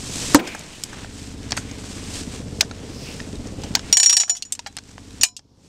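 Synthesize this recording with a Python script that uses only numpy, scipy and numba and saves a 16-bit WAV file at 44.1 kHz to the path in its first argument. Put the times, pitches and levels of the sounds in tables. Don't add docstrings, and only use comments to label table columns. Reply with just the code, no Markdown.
import sys
import numpy as np
from scipy import signal
from scipy.fft import rfft, irfft
from scipy.io import wavfile
from numba import njit

SR = 44100
rng = np.random.default_rng(int(sys.argv[2]) if len(sys.argv) > 2 else 0)


def int16_out(signal):
    q = np.round(np.clip(np.atleast_2d(signal).T, -1, 1) * 32767)
    wavfile.write(sys.argv[1], SR, q.astype(np.int16))


N = 250488
TIME = np.arange(N) / SR


def undb(db):
    return 10 ** (np.asarray(db) / 20)


def curves(rows):
    times, *columns = np.transpose(rows)
    return [np.interp(TIME, times, column) for column in columns]


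def eq_gain(points, hz):
    f, db = np.transpose(points)
    return undb(np.interp(np.log(hz + 1), np.log(f), db))


def unit(x):
    return x / np.sqrt(np.mean(x ** 2))


def colour(x, points):
    return unit(irfft(rfft(x) * eq_gain(points, np.fft.rfftfreq(N, 1 / SR)), N))


def noise(points):
    return colour(rng.standard_normal(N), points)


def fade(t, t60):
    return np.exp(-np.log(1000) * t / t60)


def swell(centre_s, half_width_s):
    return np.exp(-((TIME - centre_s) / half_width_s) ** 2)


def drift(rate_hz):
    knots = rng.standard_normal(int(N / SR * rate_hz) + 2)
    return np.interp(TIME * rate_hz, np.arange(len(knots)), knots)


def add(out, s, x):
    i = int(s * SR)
    out[i:i + len(x)] += x[:N - i]


def ring(modes, scatter_db=0, rise_s=0.0012, size=16000):
    hz, db, t60 = np.transpose(modes)[:, :, None]
    t = TIME[:size]
    weight = undb(db + scatter_db * rng.standard_normal(db.shape)) * rng.choice([-1, 1], db.shape)
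    partials = weight * fade(t, t60) * np.sin(2 * np.pi * hz * t)
    return np.sqrt(2) * (1 - np.exp(-t / rise_s)) * np.sum(partials, axis=0)


def helicopter(blade_hz=16.06, first_slap_s=0.039, smear_rad=0.85, waver_rad=0.26, puff_s=0.051):
    # t/s, level/dB, puffs against slaps/dB
    ride = [(0, -37.5, -2), (1.1, -32, -13), (1.8, -37, -5), (2.5, -34.5, -2.5), (3.1, -39, 1.5),
            (3.7, -33, -2), (4.3, -40.5, -4.5), (5.1, -39, -15), (5.68, -47.5, 3)]
    # f/Hz, level/dB
    slap_eq = [(16, -33.5), (32, 0.5), (48, -3.5), (80, 5), (115, 2), (150, -13.5), (205, 0), (238, -2.5),
               (275, 2), (335, -12), (375, -25.5), (420, -7), (600, -27.5), (1300, -41)]
    puff_eq = [(25, -27.5), (70, -3.5), (150, 2.5), (280, -4.5), (450, -6), (800, -18), (2500, -40),
               (8000, -59.5)]
    db, puff_db = curves(ride)
    passages = (TIME - first_slap_s) * blade_hz
    coarse = slice(None, None, 8)
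    slaps = 0
    for harmonic in range(1, 41):
        lag = smear_rad * rng.standard_normal() + waver_rad * drift(11)[coarse]
        phase = 2 * np.pi * harmonic * passages[coarse] + lag
        slaps = slaps + eq_gain(slap_eq, harmonic * blade_hz) * np.sin(phase)
    slaps = unit(np.interp(TIME, TIME[coarse], slaps))
    since_puff_s = (passages + 0.12) % 1 / blade_hz
    puffs = rng.standard_normal(N) * (np.exp(-since_puff_s / puff_s) + 0.11)
    return undb(db) * (slaps + undb(puff_db) * colour(puffs, puff_eq))


def breeze(bed_db=-50.5):
    # f/Hz, level/dB
    air_eq = [(30, 6.5), (120, 24), (400, -6), (900, 8), (1800, -8.5), (3200, -2), (5500, 4), (8200, -10),
              (10000, -15), (13500, -20), (16000, -34.5)]
    # t/s, level/dB, half width/s
    gusts = [(3.042, -38, 0.015), (3.38, -33, 0.047), (3.533, -29.5, 0.015)]
    bed = undb(bed_db + 0.6 * drift(6)) * noise(air_eq)
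    buffets = sum(undb(db) * swell(s, width) for s, db, width in gusts)
    rumble = noise([(15, 7), (35, 9), (80, 13), (170, -16), (500, -39), (3000, -76)])
    return bed + buffets * rumble


def rubbing(grip_hiss_db=-49.5, grip_scrape_db=-48, let_go_s=5.3, grain_db=5.0, flutter_db=1.5):
    # t/s, half width/s, hiss/dB, scrape/dB
    strokes = [(0.015, .1, -41.5, -44.5), (0.273, 0.22, -29, -33.5), (0.531, 0.18, -28, -22),
               (0.764, 0.14, -31, -30.5), (0.964, 0.11, -36.5, -29), (1.19, 0.13, -39, -39),
               (1.58, 0.24, -54, -42.5), (2, 0.28, -42, -41.5), (2.165, 0.068, -33.5, -37.5),
               (2.344, 0.059, -41, -39.5), (2.608, 0.058, -45, -54), (2.81, 0.24, -54, -44.5),
               (3.17, 0.15, -45, -43), (3.462, 0.041, -48, -43), (3.69, 0.096, -50, -44.5),
               (3.882, 0.11, -43, -36.5), (4.42, 0.26, -54.5, -43), (4.9, 0.046, -46, -47),
               (5.67, 0.088, -49.5, -53)]
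    # f/Hz, level/dB
    hiss_eq = [(900, -39.5), (2500, -3), (4000, 1), (5500, 2.5), (8200, 3), (10000, -9), (13500, -20.5),
               (16000, -33)]
    # f/Hz, level/dB
    scrape_eq = [(200, 12.5), (600, 3), (1200, 0.5), (1800, 1), (2500, 1), (3500, -1), (6000, -9.5),
                 (12000, -33.5)]
    power = undb([[grip_hiss_db], [grip_scrape_db]]) ** 2 * (TIME < let_go_s)
    for s, width, hiss_db, scrape_db in strokes:
        power += (undb([[hiss_db], [scrape_db]]) * swell(s, width)) ** 2
    hiss, scrape = np.sqrt(power)
    strength = np.minimum(rng.exponential(size=(2, N)), 3.5)
    slips = rng.standard_normal((2, N)) * undb(grain_db * strength)
    pressure = undb(flutter_db * drift(200))
    return pressure * (hiss * colour(slips[0], hiss_eq) + scrape * colour(slips[1], scrape_eq))


def contact(body_db, treble_db, t60, tick=3.4, tail_db=-29, tail_t60=0.12, size=8192):
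    # f/Hz, level/dB
    metal_eq = [(150, -15), (450, -9.5), (700, 4), (1150, -2), (1650, 3), (2050, -3), (2650, -3.5),
                (3500, -4), (4400, -3), (6200, 3.5), (8300, 0), (9900, -12), (13000, -20), (16000, -35.5)]
    tilt_eq = [(1600, body_db), (2700, 0.0045), (5000, 0.016), (8200, treble_db)]
    t, hz = TIME[:size], np.fft.rfftfreq(size, 1 / SR)
    burst = rng.choice([-1, 1], size) * (fade(t, t60) + undb(tail_db) * fade(t, tail_t60))
    burst[0] += tick
    knots_hz = np.arange(0, SR / 2, 170)
    ripple_db = np.interp(hz, knots_hz, 3.6 * rng.standard_normal(len(knots_hz)))
    gain = eq_gain(metal_eq, hz) * eq_gain(tilt_eq, hz) * unit(undb(ripple_db))
    cepstrum = irfft(np.log(gain))
    cepstrum[1:size // 2] *= 2
    cepstrum[size // 2 + 1:] = 0
    return undb(7.5) * irfft(rfft(burst) * np.exp(rfft(cepstrum)))


def ticks(per_s=9, until_s=5.2, level_db=-34.5, level_spread_db=2, tone_spread_db=5):
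    out = np.zeros(N)
    for k in range(int(per_s * until_s)):
        s = (k + rng.uniform()) / per_s
        db = rng.normal(level_db, level_spread_db)
        body_db, treble_db = rng.normal([-9, -10], tone_spread_db)
        add(out, s, undb(db) * contact(body_db, treble_db, t60=0.01, size=2048))
    return out


def shot(fire_s=0.3463, blast_db=16, scatter_db=4, echo_db=-13, slap_db=-6, slap_delay_s=0.0513):
    # f/Hz, level/dB, t60/s
    barrel_modes = [(291.2, 28, 0.057), (269, 2, .16), (545, 22, 0.038), (932, 20.5, 0.045),
                    (1027, -4, 0.18), (1206, 31.5, 0.0098)]
    blast = noise([(60, -33), (250, -6), (450, -1.5), (1000, 3.5), (1500, 0.5), (2300, -5.5),
                   (8000, 0.5), (14000, -44)])
    echo = noise([(60, -8), (280, 15.5), (600, 7), (1200, 0.5), (3000, -32), (9000, -57.5)])
    slap = noise([(150, -17.5), (300, -12.5), (600, -25), (1500, 2), (3000, -8), (8000, -27)])
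    echo_decay = undb(scatter_db) * fade(TIME, t60=0.24) + undb(echo_db) * fade(TIME, t60=0.78)
    out = np.zeros(N)
    add(out, fire_s, ring(barrel_modes))
    add(out, fire_s, undb(blast_db) * blast * fade(TIME, t60=0.065))
    add(out, fire_s, echo * echo_decay)
    add(out, fire_s, undb(slap_db) * slap * swell(slap_delay_s, half_width_s=0.01))
    return out


def case_slides(q=5.4):
    # t/s, half width/s, level/dB, resonance f/Hz
    slides = [(0.486, 0.069, -17.5, 2340), (0.747, 0.028, -30, 2920), (1.727, 0.059, -47.5, 2260),
              (3.052, 0.14, -42.5, 5020), (3.087, 0.056, -40.5, 2660), (3.64, 0.051, -45.5, 2980)]
    out = np.zeros(N)
    for s, width, db, hz in slides:
        scrape = signal.lfilter(*signal.iirpeak(hz, q, fs=SR), rng.standard_normal(N))
        out += undb(db) * swell(s, width) * unit(scrape)
    return out


def frame_ring(body_db):
    # f/Hz, level/dB, t60/s
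    modes = [(718.5, -14.5, 0.21), (1003, -20, 0.22), (1704, -5.5, 0.052), (1874, 5, 0.027),
             (2337, -9.5, 0.092), (2695, -26, 0.11), (3005, -5, 0.098), (3420, -39.5, 0.1),
             (4060, -35, 0.14), (4030, -5.5, 0.14), (4465, 10, 0.035), (5200, -14, .08), (5200, -15, 0.23),
             (5240, -1.5, 0.1), (6050, -7.5, 0.053), (7760, -19, 0.05), (7900, -7.5, 0.04),
             (8430, 10.5, 0.048), (9110, 5, 0.05)]
    low_shelf_db = 0.79 * (body_db + 15)
    return ring([(hz, db + low_shelf_db * (hz < 2000), t60) for hz, db, t60 in modes], scatter_db=0.5)


def clicks(frame_db=-25, free_t60=0.12):
    # t/s, level/dB, body/dB, treble/dB, t60/s
    knocks = [(0.474, -11, 0.5, -2, 0.07), (0.549, -20, 17, 6.5, 0.03), (0.5939, -16.5, -16, 8.5, 0.0061),
              (0.837, -7, -10, 2.5, 0.013), (0.9298, -32, 13.5, -3, 0.043), (1.046, -24, 11, -27, 0.0043),
              (1.508, -25, -5, -5, 0.017), (1.5209, -6.5, -3, -14, 0.0023),
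              (1.5272, -15.5, 3.5, -38, 0.0058), (1.5677, -30.5, 1, 4, 0.12), (1.575, -17.5, 2, -38, 0.026),
              (2.712, -26.5, 4.5, -19, 0.018), (3.2016, -24, -5, -52, 0.018),
              (3.6356, -29, -5, -7.5, 0.058), (3.7938, -21.5, -4, -10, 0.019),
              (4.2352, 1.5, -2.5, -22, 0.0083), (4.2793, -18, -3, -6, 0.074),
              (4.3507, -16.5, -10, -7, 0.081), (4.367, -12.5, -48, -2, 0.064),
              (4.4236, -5.5, -30, -7, .034), (4.5226, -6.5, -18.5, 5, 0.041), (4.551, -23.5, -8, 3, 0.042),
              (4.5922, -9, -11.5, -11, 0.024), (4.6623, -15.5, -2, -22, 0.052), (4.6699, -18, -9, -5, .035),
              (4.768, -13, -6, 1, 0.0055), (4.7736, -15, -6, -34, 0.016), (4.786, -15, -6, -13, 0.018),
              (4.9808, -24.5, 5.5, -12, 0.0054), (5.2867, -19, -11, -11, 0.014),
              (5.3657, -14, -30, -3.5, 0.054), (5.3928, -22, -9, -19, 0.019)]
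    out = np.zeros(N)
    for s, db, body_db, treble_db, t60 in knocks:
        looseness = (t60 / free_t60) ** 2
        add(out, s, undb(db) * contact(body_db, treble_db, t60))
        add(out, s, undb(db + frame_db) * looseness * frame_ring(min(body_db, 0)))
    return out


def pings(size=16000):
    # t/s, level/dB, f/Hz, t60/s
    notes = [(2.6082, -8.5, 2510, 0.013), (3.7524, 3.5, 4410, 0.0069), (4.2963, -22, 717, 0.22),
             (4.4233, -8, 4360, 0.034), (4.593, -19, 950, 0.036), (4.662, -30.5, 4020, 0.13),
             (4.663, -21, 800, 0.075), (5.2346, -16.5, 717, 0.12), (5.2339, -4.5, 2430, 0.089)]
    out, t = np.zeros(N), TIME[:size]
    for s, db, hz, t60 in notes:
        add(out, s, undb(db) * np.sqrt(2) * np.sin(2 * np.pi * hz * t) * fade(t, t60))
    return out


def detents(snap_treble_db=-12):
    # t/s, level/dB, body/dB, t60/s
    snaps = [(2.6096, 5.04, -13, 0.014), (3.7525, 6.5, -19.5, 0.0065)]
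    # delay/s, level against the snap/dB, body/dB, treble/dB, t60/s
    play = [(-.002, -31.5, 3.5, 4.5, 0.014), (.005, -14, -7, -11.5, 0.018), (0.0173, -34, 10, -14.5, 0.03)]
    out = np.zeros(N)
    for s, db, body_db, t60 in snaps:
        add(out, s, undb(db) * contact(body_db, snap_treble_db, t60))
        for delay, play_db, *touch in play:
            add(out, s + delay, undb(db + play_db) * contact(*touch))
    return out


def pawl(body_db=-16.5, treble_db=-6, frame_db=-16, bounce_gap_s=0.0049, seat_s=0.00052):
    # t/s, level/dB, t60/s, low ring/dB, high ring/dB
    drops = [(3.9271, 3, 0.072, 5.5, -5.5), (3.9698, 11.5, 0.022, -8, 5), (3.9994, 8, 0.019, 3, 3.5),
             (4.0298, 8.5, 0.07, 3.5, 2), (4.0599, 7, 0.036, 11.5, 4.5), (4.0956, 7.5, 0.059, 8.5, -3.5),
             (4.1271, 6.5, .05, 6.5, -1), (4.1672, 12.5, 0.023, 4.5, -1.5), (4.1993, 2, 0.12, 0.5, 2),
             (4.2958, 1.5, .03, -4, 0.5), (4.451, -25.5, .026, -35, -27), (5.2114, -25, .07, -23.5, -23),
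             (5.2339, 10, 0.053, -23, -7.5)]
    mode_hz = (5621, 5754, 6971, 7015)
    # level/dB, t60/s, phase spread at a drop/rad
    mode_rings = [(2, 0.16, 1.1), (-11.5, 0.29, 2), (5.5, 0.13, 0.5), (-14, 0.11, 3.2)]
    mode_db, mode_t60, phase_spread = np.transpose(mode_rings)[:, :, None]
    rattle, envelopes = np.zeros(N), np.zeros((4, N), complex)
    for s, db, t60, low_db, high_db in drops:
        add(rattle, s, undb(db) * contact(body_db, treble_db, t60, tick=0.7))
        for k in range(3):
            bounce = undb(db - 5 - 13.5 * k) * contact(body_db, treble_db, t60 / 2, tick=1.0)
            add(rattle, s + bounce_gap_s * (k + rng.uniform(0.94, 2.4)), bounce)
        add(rattle, s, undb(db + frame_db) * frame_ring(body_db))
        shimmer = undb(-8) * contact(body_db=0.5, treble_db=14, t60=0.097, tick=0)
        add(rattle, s, undb(db + frame_db) * shimmer)
        gain = undb(mode_db + np.repeat([low_db, high_db], 2)[:, None])
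        phase = phase_spread * rng.standard_normal(phase_spread.shape)
        i = int(s * SR)
        envelopes[:, i:] = gain * np.exp(1j * phase) * fade(TIME[:N - i], mode_t60)
    envelopes = signal.sosfilt(signal.butter(2, 1 / (np.pi * seat_s), fs=SR, output="sos"), envelopes)
    carriers = np.exp(2j * np.pi * np.outer(mode_hz, TIME))
    tones = np.sqrt(2) * np.sum(envelopes * carriers, axis=0).imag
    return signal.sosfilt(signal.butter(4, 600, "high", fs=SR, output="sos"), rattle) + tones


def scene():
    mono = helicopter() + breeze() + rubbing() + ticks() + shot()
    mono += case_slides() + clicks() + pings() + detents() + pawl()
    return np.array([mono, mono])


@njit
def follow(x, attack, release):
    out, level = np.empty(len(x)), 0.
    for i in range(len(x)):
        level = level + attack * (x[i] - level) if x[i] > level else level * release
        out[i] = level
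    return out


def record(dry, threshold_db=-6.5, attack_s=0.001, recovery_db_per_s=20.0, ceiling=0.85, top_hz=15600):
    mono = dry[0]
    bass = signal.sosfilt(signal.butter(1, 1500, fs=SR, output="sos"), mono)
    sidechain = mono - (1 - undb(-9)) * bass
    sensed = np.minimum(np.abs(sidechain), undb(15))
    level = follow(sensed, 1 / (attack_s * SR), float(undb(-recovery_db_per_s / SR)))
    ducked = dry / np.maximum(1, level / undb(threshold_db))
    clipped = ducked / (1 + (ducked / ceiling) ** 6) ** (1 / 6)
    return signal.sosfilt(signal.ellip(8, 0.2, 70, top_hz, fs=SR, output="sos"), clipped)


dry = scene()
out = record(dry)
int16_out(out)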